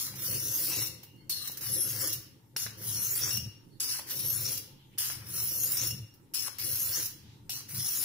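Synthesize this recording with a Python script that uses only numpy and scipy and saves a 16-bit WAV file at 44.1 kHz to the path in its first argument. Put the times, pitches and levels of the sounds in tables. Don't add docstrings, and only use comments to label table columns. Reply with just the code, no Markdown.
import sys
import numpy as np
from scipy import signal
from scipy.fft import rfft, irfft
from scipy.io import wavfile
from scipy.ndimage import uniform_filter1d, minimum_filter1d

SR = 44100
rng = np.random.default_rng(int(sys.argv[2]) if len(sys.argv) > 2 else 0)


def level_to_linear(level):
    exponent = np.asarray(level, float) / 20
    return 10 ** exponent


def log_audio(samples):
    frames = np.atleast_2d(samples).T
    limited = np.clip(frames, -1, 1)
    pcm = np.round(limited * 32767).astype(np.int16)
    wavfile.write(sys.argv[1], SR, pcm)


N = 354563

# pitch_hz, density_db [dB per Hz]
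AIR_SPECTRUM = [(12, -41), (20, -10.5), (53, -37), (124, -16.5), (264, -19.5), (287, -16), (666, -37.5),
                (907, -19.5), (1010, -30), (2160, -38), (2350, -42.5), (8080, -42.5), (9840, -41.5),
                (15000, -40), (16300, -53)]
AIR_DB = -54
# pitch_hz, width_hz, level_db
COUNTER_MODES = [(87.5, 19, -7), (109.7, 23.2, 6), (133, 4.7, 0), (189.8, 21.4, -4.5)]
# pitch_hz, width_hz, level_db
BOARD_MODES = [(261.6, 68, 7), (312, 26.5, 6), (402.5, 27, 3), (515, 40.5, 6)]
# centre_s, drone_db, length_s
PUSHES = [(0.0, -34, 0.018), (0.35, -45, 0.48), (0.79, -45.5, 0.37), (1.43, -54.5, 0.32),
          (1.715, -43.5, 0.17), (1.98, -47, 0.23), (2.176, -47.5, 0.079), (2.646, -52, 0.23),
          (2.945, -44.5, 0.29), (3.252, -43, 0.14), (3.405, -40, 0.18), (4.236, -49, 0.29),
          (4.434, -44, 0.3), (5.21, -67, 0.12), (5.4, -46, 0.63), (5.895, -42.5, 0.27),
          (6.775, -50.5, 0.46), (7.006, -52.5, 0.24), (7.306, -55.5, 0.92), (7.781, -42, 0.14)]
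REST_DB = -61.5
# stage [0-5], level_db
BOARD_LOAD = [(0, -66), (1.5, -66), (2.3, -55), (2.9, -56.5), (3.5, -48.5), (4.0, -60.5), (4.3, -67.5),
              (4.6, -78), (5, -69.5)]

# touch_s, stop_s, draw_s, roll_s, lift_s
PASSES = [
    (-0.12, 0.135, 0.15, 0.7, 0.875),
    (1.297, 1.55, 1.607, 2.0, 2.13),
    (2.564, 2.74, 2.765, 3.205, 3.373),
    (3.801, 4.045, 4.062, 4.44, 4.577),
    (4.981, 5.2, 5.26, 5.765, 5.91),
    (6.341, 6.535, 6.583, 6.925, 7.06),
    (7.495, 7.665, 7.68, 8.06, 8.22),
]
# slide_db, mid_slide_sag_db, pause_db, draw_db, belly_db
EFFORT = [(-34, 0.5, -55, -34.5, -35), (-37.5, -8.5, -63, -35.5, -34.5), (-38.5, 4, -98, -34, -34.5),
          (-37.5, 1, -72, -36.5, -36.5), (-32.5, -1.5, -55.5, -35.5, -36), (-36.5, -1.5, -79, -35.5, -35),
          (-39.5, -0.5, -69, -34, -36)]
# slide_dullness_db, belly_ring_db, lower_resonance_db, upper_resonance_db, board_load_db
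GRIP = [(0.83, -3, -1, 5, 3), (0.011, -7, -1.5, 1.5, 1.5), (0.8, 2, 2.3, 0, -1), (0.21, -8.5, 0, 2.5, 0),
        (0.74, -1.5, 2, 0, -2.5), (0.27, -10, 1, -3, -2), (1.8, -2, 0.5, 5, -7)]
# touch_hz, stop_hz, level_db, sizzle_hz
SLIDE_ARCS = [(4650, 4100, -13.5, 19000), (4430, 3630, -1, 9100), (7200, 5000, -40, 22000),
              (4640, 4340, -23, 10700), (4830, 10000, -27, 9000), (5240, 5300, -15, 11000),
              (3400, 3200, -21, 16000)]
SLIDE_SIZZLE_DB = [3, 2.5, 2, -2, -9, 2.5, 0]
# brake_s, loss_by_then_db, sudden_drop_db
BRAKES = [(0.06, -7, 1.5), (1.487, -3.5, -14), (2.671, -7, -14), (3.998, -3, -19), (5.105, -6.5, 0.5),
          (6.483, -2.5, -18), (7.61, -8.5, -6)]
SOFT_START_DB = [-0.5, -1.5, -8.5, -6, -1, -2.5, -1.5]
BRAKE_S, RELEASE_S = 0.0055, 0.014
JERK_DB = [-11.5, -5.5]
SPEED_UP_S = [0.11, 0.044]
JERK_S, EARLY_DB = 0.009, -1.5
LET_UP_S, LET_UP_DB = 0.029, -4

# pitch_hz, density_db [dB per Hz]
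GRIT_SPECTRUM = [(350, -50), (600, -73), (670, -23.5), (1120, -18), (2460, -15), (2820, -10.5), (3520, -11),
                 (4700, -4.5), (5550, -2), (8280, -11), (10900, 0), (13900, 0), (14900, 2.5), (15600, 5),
                 (16300, -54)]
# pitch_hz, left_minus_right_db
STEREO_TILT = [(600, -10), (1300, 4.5), (2500, 0.5), (5000, 3), (8000, 4.5), (10500, 10.5), (12500, 2.5),
               (15000, -3)]
# stage [0-5], then over the sizzle rasp_db, scrape_db, free_ring_db
EDGE_PART = [(0, -1.5, -25, -13.5), (0.6, -3, -17, -17), (1.5, -3.5, 1.5, -66), (2.25, -3.5, -22, -20),
             (2.65, -8.5, -24, -12.5), (2.969, -7, -20.5, -17.5), (3.121, -4, -17.5, -11.5),
             (3.699, -4, -18, -2.5), (4.0, 0, -30.5, -7.5)]
# stage [0-5], lower_hz, lower_db, upper_hz (not used),
# upper_db (before the draw only)
CONTACT = [(0, 4800, -28, 10800, 14), (1.5, 5470, -20, 11100, 4), (2.0, 5700, -14, 11300, 7.5),
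           (2.4, 5500, 6.5, 11080, 14), (2.72, 6310, 26, 11800, 12), (2.88, 7150, 21, 10920, 9),
           (2.95, 7200, 23, 8930, 5.5), (2.99, 7400, -15, 9000, -3), (3.0, 5000, -10, 10000, -10),
           (3.04, 5200, 18, 10100, -5), (3.45, 6710, 22, 10700, 10), (3.85, 5850, -6, 11270, 7)]
# at_s, pitch_hz, level_db
ARCHES = [
    [(.15, 11000, 0), (.3, 11200, -9), (.42, 10500, -3), (.57, 12400, 12), (.62, 11100, 4),
     (.655, 10040, 13), (.68, 9000, 8), (.715, 7400, 6), (.74, 6800, -8)],
    [(1.61, 11300, 14), (1.72, 11020, 14.5), (1.83, 11150, 17.5), (1.9, 12000, 8), (1.93, 11600, 8),
     (1.95, 10300, 11), (1.975, 8800, 7), (2.01, 6860, 13.5), (2.04, 6200, -5)],
    [(2.77, 10940, 0), (2.9, 11300, 2), (2.97, 10700, 8.5), (3.03, 11760, 14), (3.09, 12700, 10),
     (3.14, 12050, 9), (3.165, 10400, 11), (3.2, 9000, 9), (3.23, 7540, -17)],
    [(4.06, 11900, 9), (4.15, 11500, 17.5), (4.2, 10800, 13.5), (4.26, 11360, 13), (4.33, 11800, 15),
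     (4.37, 10800, 16), (4.4, 9400, 8), (4.43, 7500, 3), (4.47, 6260, -5)],
    [(5.26, 10400, 6), (5.38, 11160, 11.5), (5.48, 11100, 14), (5.55, 11850, 13), (5.64, 12000, 14),
     (5.69, 11800, 9), (5.75, 9200, 12), (5.785, 7800, 12), (5.81, 7000, -8)],
    [(6.58, 11900, 12), (6.66, 11100, 13), (6.79, 11360, 13.5), (6.84, 12000, 17), (6.875, 11300, 13),
     (6.9, 10400, 10), (6.925, 8700, -1), (6.95, 7200, 2), (6.97, 6500, -10)],
    [(7.68, 10900, 6), (7.72, 11000, 1), (7.85, 10770, 11), (7.92, 11400, 10), (7.97, 12700, 7),
     (8.04, 12200, -2)],
]
HEEL_DB = [-4, -9]
TIP_DB = [-3, -4.5]
# pitch_hz, level_db, t60_s
BLADE_MODES = [(2822, -9.5, .2), (4430, -20, .14), (5507, 3, .12), (7181, -18, .12), (9600, -25, .4),
               (10970, -11, .1)]
HELD_DAMPING = .4
CROSS_SAMPLES, CROSS_DB = 3.5, 0.55

# pitch_hz, t60_s
KITCHEN_DECAY = [(300, 0.099), (1000, 0.79), (3000, 0.63), (6000, 0.41), (12000, 0.35)]
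# pitch_hz, level_db
WALL_RETURN = [(400, -4.5), (1500, -3.5), (2500, 0.5), (4000, 0), (12000, -1)]

# start_s, peak_db, ring_share [ratio]
TOUCHES = [(0.154, -33, 0.17), (0.167, -40, 0.1), (0.196, -30, 0.27), (0.871, -29, 0.19),
           (1.031, -35, 0.05), (1.16, -58, 0.23), (1.2947, -19, 0.048), (1.473, -22.5, 0.041),
           (1.515, -26, 0.067), (1.5708, -25, 0.042), (1.609, -25.5, 0.14), (2.129, -17.5, 0.042),
           (2.5648, -23.5, 0.78), (3.3728, -30, 0.72), (3.799, -26.5, 0.09), (4.067, -52, 0.18),
           (4.574, -22.5, 0.064), (4.978, -35, 0.41), (5.833, -24, 0.35), (5.909, -34, 1),
           (6.139, -47.5, 0.33), (6.337, -23, 0.085), (6.584, -24, 0.088), (7.0565, -20, 0.032),
           (7.4945, -26, 0.45), (7.6779, -53, 0.41)]
LIFTS = [.875, 2.13, 3.373, 4.577, 5.91, 7.06]
# centre_s, length_s, from_hz, to_hz, level_db
SKIDS = [(.6, .1, 15100, 14700, -39), (0.821, .05, 10400, 11600, -36), (0.733, .1, 10100, 10200, -51),
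         (1.98, .07, 14300, 15300, -47), (2.03, .05, 12700, 13100, -49), (2.082, .06, 11200, 10700, -39),
         (2.1, .07, 14500, 15500, -47), (2.135, .03, 12500, 13400, -48), (3.203, .1, 10300, 10400, -46),
         (3.335, .05, 10400, 11300, -38), (3.28, .05, 14000, 14800, -47), (4.42, .07, 14500, 15200, -42),
         (4.53, .05, 14300, 14820, -39), (4.523, .08, 10900, 10900, -39), (5.443, .12, 15200, 15000, -36),
         (5.72, .06, 14600, 15200, -32), (5.87, .06, 9800, 11200, -39), (5.885, .04, 15000, 15200, -47),
         (6.92, .07, 14600, 15000, -41), (6.984, .08, 12900, 12900, -43), (7.02, .05, 14600, 15100, -49.5),
         (7.03, .08, 11300, 10800, -41), (8.0, .08, 14900, 15200, -46)]
# start_s, peak_db
CATCHES = [(0.822, -27), (1.8724, -38), (1.9176, -28), (2.024, -29), (2.0712, -23), (3.335, -32),
           (3.8262, -30), (4.1355, -34), (4.1918, -23.5), (4.3003, -22.5), (4.4296, -28), (5.3816, -29),
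           (5.5112, -27), (5.7184, -18.5), (5.769, -19), (5.87, -21), (6.7549, -20.5), (6.8134, -27.5),
           (6.922, -34), (6.9663, -33)]
# centre_s, length_s, pitch_hz, width_hz
BRUSHES = [(1.12, 0.3, 2820, 90), (1.21, .12, 4400, 120), (1.2, .14, 9600, 60), (1.22, .12, 2100, 120),
           (1.24, .12, 3100, 100), (1.43, .1, 1200, 70), (1.4, .14, 2820, 70), (3.58, .1, 2850, 90),
           (3.74, 0.12, 4400, 200), (3.7, 0.14, 9600, 60), (4.94, 0.09, 2600, 1500), (4.88, .12, 9600, 60),
           (4.95, .05, 3000, 200), (6.24, .14, 9550, 60), (7.3, .3, 3500, 2500), (7.45, .08, 9500, 60),
           (2.35, .2, 3000, 2000), (1.036, .02, 3500, 3000), (3.93, .17, 5550, 120), (4.82, .2, 3200, 900)]
BRUSH_DB = [-70, -69.5, -80, -72, -76, -59, -59, -78, -71, -82, -67, -85, -72, -83, -65, -80, -78, -59, -52,
            -67]
# start_s, peak_db, pitch_hz
KNOCKS = [(1.032, -49, 788), (1.496, -41.5, 890), (2.562, -31.5, 1510), (2.663, -28.5, 1660),
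          (2.816, -45, 1570), (3.864, -60, 2200), (3.9919, -33.5, 970), (3.9929, -37.5, 1880),
          (4.139, -58, 2270), (4.977, -46, 1200), (5.099, -33, 1640), (6.337, -54, 1620), (6.48, -33, 1160),
          (6.586, -45, 2160), (7.493, -41.5, 850), (7.708, -47, 1900)]

# pitch_hz, level_db
GATE_DB = [(1900, -40), (2300, -3), (3100, -1), (3500, -1.2), (4700, -.3), (5200, -3), (6300, -5),
           (7000, -2), (8600, -1.3), (9500, -6), (12000, -5.5), (13000, -6), (13800, -2.5), (14600, -7)]
BAND_BINS = 7
EDGE_HZ = 15620


def evened(x):
    return x / np.sqrt(np.mean(x ** 2) + 1e-20)


def read(points, hz):
    f, value = np.transpose(points)
    return np.interp(np.log(hz + 1), np.log(f + 1), value)


def colour(x, db_of_hz):
    size = x.shape[-1]
    return irfft(rfft(x) * level_to_linear(db_of_hz(np.fft.rfftfreq(size, 1 / SR))), size)


def band(x, lo_hz, hi_hz):
    edges_hz = [lo_hz, min(hi_hz, .49 * SR)]
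    return signal.sosfilt(signal.butter(N=3, Wn=edges_hz, btype="band", fs=SR, output="sos"), x)


def resonate(x, hz, width):
    turn = np.exp(2j * np.pi * np.cumsum(hz * np.ones(x.shape[-1])) / SR)
    r = np.exp(-np.pi * width / SR)
    return 2 * (turn * signal.lfilter([1 - r], [1, -r], x / turn + 1e-18)).real


def wobble(shape, span_s):
    size = max(round(span_s * SR), 1)
    smooth = uniform_filter1d(rng.standard_normal(shape), size)
    return evened(uniform_filter1d(smooth, size))


def add(mix, s, sound):
    part = mix[..., round(s * SR):][..., :sound.shape[-1]]
    part += sound[..., :part.shape[-1]]


def patchy(x, patch_db):
    z = signal.stft(x, nperseg=256)[2]
    spots = rng.standard_normal(z.shape[::-1]).T
    spots = uniform_filter1d(spots, size=4, axis=1)
    for _ in range(2):
        spots = uniform_filter1d(spots, size=14, axis=2)
    return signal.istft(z * level_to_linear(patch_db * evened(spots)), nperseg=256)[1][:, :x.shape[-1]]


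def hush():
    shared, *own = rng.standard_normal((3, N))
    own = np.array(own)
    air = band(shared, 23, 500) + 0.61 * own + 0.25 * band(own, 1120, 24000)
    return level_to_linear(AIR_DB - 7.0) * evened(colour(patchy(air, patch_db=3.5), lambda hz: read(AIR_SPECTRUM, hz)))


def stage(t):
    times = np.ravel(PASSES)
    return np.interp(t, times, np.arange(len(times))) % len(PASSES[0])


def modes(shared, own, table):
    force = shared + own
    return sum(level_to_linear(db) * resonate(resonate(force, hz, w), hz, 2 * w) / np.sqrt(w) for hz, w, db in table)


def counter():
    t = np.arange(N) / SR
    coarse = t[::100]
    power = level_to_linear(2 * REST_DB) + sum(level_to_linear(2 * db - 64.0 * ((coarse - s) / length) ** 2)
                                   for s, db, length in PUSHES)
    lean = np.interp(t, coarse, np.sqrt(power))
    draws = [(go + lift) * .5 for _, _, go, _, lift in PASSES]
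    load_db = np.interp(stage(t), *np.transpose(BOARD_LOAD))
    load = level_to_linear(load_db + np.interp(t, draws, np.transpose(GRIP)[-1]))
    shared, *own = rng.standard_normal((3, N)) * level_to_linear(2.6 * wobble(N, 0.017))
    own = np.array(own)
    low = modes(shared, 0.12 * own, COUNTER_MODES)
    high = modes(shared, 0.5 * own, BOARD_MODES)
    return (lean * evened(low) + load * evened(high)) * level_to_linear(np.array([[.6], [-.6]]))


def speed(t, times, effort, way, braking):
    touch, stop, go, roll, lift = times
    slide_db, sag_db, pause_db, draw_db, belly_db = effort
    brake, loss_db, drop_db, soft_db = braking
    slowed_db = slide_db + loss_db
    ease = lift - LET_UP_S
    eased_db = belly_db + LET_UP_DB
    at = [touch, touch + 0.62 * (brake - touch), brake, brake + BRAKE_S, stop,
          go, go + JERK_S, go + SPEED_UP_S[way], roll,
          roll + 0.0078, ease, ease + 0.02, lift - 0.006, lift]
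    db = [slide_db, slide_db + sag_db, slowed_db, slowed_db + drop_db, pause_db,
          pause_db, draw_db + JERK_DB[way] + soft_db, draw_db + EARLY_DB, draw_db,
          belly_db, belly_db, eased_db, eased_db, belly_db]
    return np.interp(t, at, db)


def ring(shake, damping):
    drive = np.r_[shake, np.zeros(SR // 3)]
    bend = 1 + .0007 * wobble(len(drive), .03)
    out = 0
    for hz, db, t60 in BLADE_MODES:
        decay = t60 * damping
        out = out + level_to_linear(db) * resonate(drive, hz * bend, 2.2 / decay) * np.sqrt(SR * decay / 14)
    return out


def grind(place):
    size = len(place)
    bursts = np.minimum(rng.exponential(1, (3, size)), 4)
    grains = rng.standard_normal((3, size)) * level_to_linear(2 * bursts)
    late = np.arange(size) + np.round(CROSS_SAMPLES * place).astype(int)
    late = np.clip(late, 0, size - 1)
    shared = np.array([grains[0], grains[0][late]])
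    chatter = level_to_linear(1.3 * wobble(size, .003) + .6 * wobble(size, .015))
    return grains[0], evened(patchy((1.2 * shared + grains[1:]) * chatter, patch_db=3.5))


def stroke(times, effort, grip, way, arc, slide_db, braking, arch):
    start, end = times[0], times[-1] + RELEASE_S
    t = np.arange(max(start, 0), min(end, N / SR), 1 / SR)
    size, now = len(t), stage(t)
    sliding = np.clip(2 - now, 0, 1)
    speed_db = speed(t, times, effort, way, braking)
    at, *parts = np.transpose(EDGE_PART)
    rasp_db, scrape_db, free_db = (np.interp(now, at, c) for c in parts)
    dull_db = grip[0] * sliding

    at, *bends = np.transpose(CONTACT)
    low_hz, low_db, high_hz, high_db = (np.interp(now, at, c) for c in bends)
    at, arch_hz, arch_db = np.transpose(arch)
    drawn = t > times[2]
    arch_hz = np.interp(t, at, arch_hz) * (1 + 0.0075 * wobble(size, 0.013))
    high_hz = np.where(drawn, arch_hz, arc[3])
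    high_db = np.where(drawn, np.interp(t, at, arch_db), high_db + grip[3])
    low_db = low_db + np.where(t < times[3], HEEL_DB[way], TIP_DB[way])

    place = (1 - 2 * way) * np.interp(now, [2, 4], [1, -1])
    shaking, grit = grind(place)
    tilt = np.outer([.5, -.5], [1])
    tone = evened(colour(grit, lambda hz: read(GRIT_SPECTRUM, hz) + tilt * read(STEREO_TILT, hz)))
    lower = resonate(resonate(tone, low_hz, 550), low_hz, 1100)
    lower = lower * level_to_linear(low_db + grip[2] - 11.0 + 2 * wobble(size, 0.04))
    upper = np.array([resonate(resonate(x, k * high_hz, 340), k * high_hz, 800)
                      for x, k in zip(grit, [1, 1.03])])
    upper_gain = level_to_linear(high_db + slide_db * sliding - 4.0 + 2.4 * wobble(size, 0.037))
    slid = level_to_linear(arc[2]) * sliding * 4 * resonate(tone, np.interp(now, [0, 1], arc[:2]), 166)

    rasp = evened(band(tone, 2700, 8200) + lower + slid)
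    sizzle = evened(evened(band(tone, 8450, 17500)) + upper_gain * 2 * upper)
    scrape = evened(band(tone, 744, 2207))
    edge = level_to_linear(rasp_db + dull_db) * rasp + level_to_linear(-dull_db) * sizzle + level_to_linear(scrape_db) * scrape

    contact = np.clip(t - start, 0, .0015) / 0.0013 * np.clip((end - t) / 0.017, 0, 1)
    shake = contact * evened(shaking) * level_to_linear(speed_db + free_db)
    belly = np.clip(3 * (now - 3.2), 0, 1)
    blade = ring(shake * (1 - belly), HELD_DAMPING) + ring(shake * belly * level_to_linear(grip[1]), 0.94)
    sound = blade * level_to_linear([[-2.2], [-4.4]])
    add(sound, 0, edge * contact * level_to_linear(speed_db + CROSS_DB * np.outer([-1, 1], place)))
    return t[0], sound


def kitchen(x):
    taps = np.zeros((2, SR))
    at = np.arange(300, SR - 20, 20) + rng.integers(0, 20, (2, (SR - 301) // 20))
    np.put_along_axis(taps, at, rng.choice([-1., 1.], at.shape), 1)
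    hz, t, z = signal.stft(taps, SR, nperseg=256)
    decay = level_to_linear(-60 * t / read(KITCHEN_DECAY, hz)[:, None])
    tail = signal.istft(z * decay, SR, nperseg=256)[1]
    return signal.fftconvolve(x, tail / np.linalg.norm(tail[0]), axes=1)[:, :N]


def touches():
    out, t = np.zeros((2, N)), np.arange(SR // 5) / SR
    for s, db, ring_share in TOUCHES:
        damping = .9 if min(abs(s - np.array(LIFTS))) < .02 else .12
        struck = sum(level_to_linear(mode_db - 60 * t / (damping * t60)) * np.sin(2 * np.pi * hz * t)
                     for hz, mode_db, t60 in BLADE_MODES)
        crack = evened(colour(rng.standard_normal((2, len(t))), lambda hz: read(GRIT_SPECTRUM, hz)))
        crack = crack * level_to_linear(-60 * t / 0.12) * np.minimum(t / 0.002, 1)
        add(out, s, level_to_linear(db) * (0.29 * crack + abs(ring_share) * struck))
    return out


def skids():
    out = np.zeros((2, N))
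    for s, length, from_hz, to_hz, db in SKIDS:
        size = min(round(length * SR), 8000)
        shared, *own = rng.standard_normal((3, 8000))[:, :size]
        hz = np.linspace(from_hz, to_hz, size)
        whistle = evened(resonate(resonate(shared + np.array(own), hz, 350), hz, 700))
        add(out, s - length / 2, level_to_linear(db) * whistle * np.hanning(size))
    return out


def catches():
    out, t = np.zeros((2, N)), np.arange(SR // 20) / SR
    for s, db in CATCHES:
        snag = evened(colour(rng.standard_normal((2, len(t))), lambda hz: read(GRIT_SPECTRUM, hz)))
        add(out, s, level_to_linear(db - 6.5 - 60 * t / 0.063) * snag * np.minimum(t / 0.0027, 1))
    return out


def brushes():
    out = np.zeros((2, N))
    for (s, length, hz, width), db in zip(BRUSHES, BRUSH_DB):
        size = round(length * SR)
        noise = rng.standard_normal((2, 16000))
        fuzz = evened(resonate(resonate(noise, hz, width), hz, 2 * width))[:, :size]
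        add(out, s - length / 2, level_to_linear(db) * fuzz * np.hanning(size)[:fuzz.shape[1]])
    return out


def knocks():
    out, t = np.zeros((2, N)), np.arange(SR // 10) / SR
    for s, db, hz in KNOCKS:
        mode = -np.sin(2 * np.pi * hz * t) * level_to_linear(-60 * t / 0.011)
        thud = -np.sin(2 * np.pi * 560 * t) * level_to_linear(-60 * t / 0.028)
        puff = evened(band(rng.standard_normal((2, len(t))), 270, 5900)) * level_to_linear(-60 * t / 0.067)
        add(out, s + 0.001072, level_to_linear(db) * (0.75 * mode + 0.044 * thud + 0.35 * puff))
    return out


def scene():
    knife = touches() + skids() + catches() + brushes() + knocks()
    for k, (times, effort, grip, arc) in enumerate(zip(PASSES, EFFORT, GRIP, SLIDE_ARCS)):
        braking = (*BRAKES[k], SOFT_START_DB[k])
        add(knife, *stroke(times, effort, grip, k % 2, arc, SLIDE_SIZZLE_DB[k], braking, ARCHES[k]))
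    walls = kitchen(colour(knife, lambda hz: read(WALL_RETURN, hz)))
    return level_to_linear(1.5) * knife + level_to_linear(-4.5) * walls + counter() + hush()


def gated(x):
    hz, _, z = signal.stft(x, SR, window="cosine", nperseg=2048, noverlap=1024)
    power = uniform_filter1d((abs(z) ** 2).sum(0), size=2, axis=1)
    whole = len(hz) // BAND_BINS * BAND_BINS
    bands = power[:whole].reshape(-1, BAND_BINS, power.shape[1]).mean(axis=1).repeat(BAND_BINS, axis=0)
    around = np.exp(uniform_filter1d(np.log(bands + 1e-24), size=49, axis=0))
    waver = rng.standard_normal((power.shape[1], whole // BAND_BINS)).T
    waver = evened(uniform_filter1d(waver, size=2, axis=1)).repeat(BAND_BINS, axis=0)
    limit_db = read(GATE_DB, hz[:whole])[:, None] - .6 + 2.1 * waver
    quiet = power.sum(0) < 0.03 * power.sum(0).mean()
    limit_db -= 2.5 * np.outer(hz[:whole] < 7500, quiet)
    keep = np.ones(power.shape)
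    keep[:whole] = bands > around * level_to_linear(2 * limit_db)
    keep = minimum_filter1d(keep, size=2, axis=1)
    total = (abs(z[:, 100:]) ** 2).sum(axis=(0, 1))
    attack = total > 10 * minimum_filter1d(total, size=3, origin=1)
    keep[:, attack | np.roll(attack, -1)] = 1
    return signal.istft(z * keep, SR, window="cosine", nperseg=2048, noverlap=1024)[1][:, :N]


def top_cut(x):
    return signal.sosfilt(signal.butter(12, 16810, fs=SR, output="sos"), x)


def record(dry):
    low_pass = signal.firwin(301, EDGE_HZ, window=("kaiser", 7), fs=SR)
    limited = signal.oaconvolve(gated(dry), low_pass[None], "same")
    return top_cut(limited)


dry = scene()
out = record(dry)
log_audio(out)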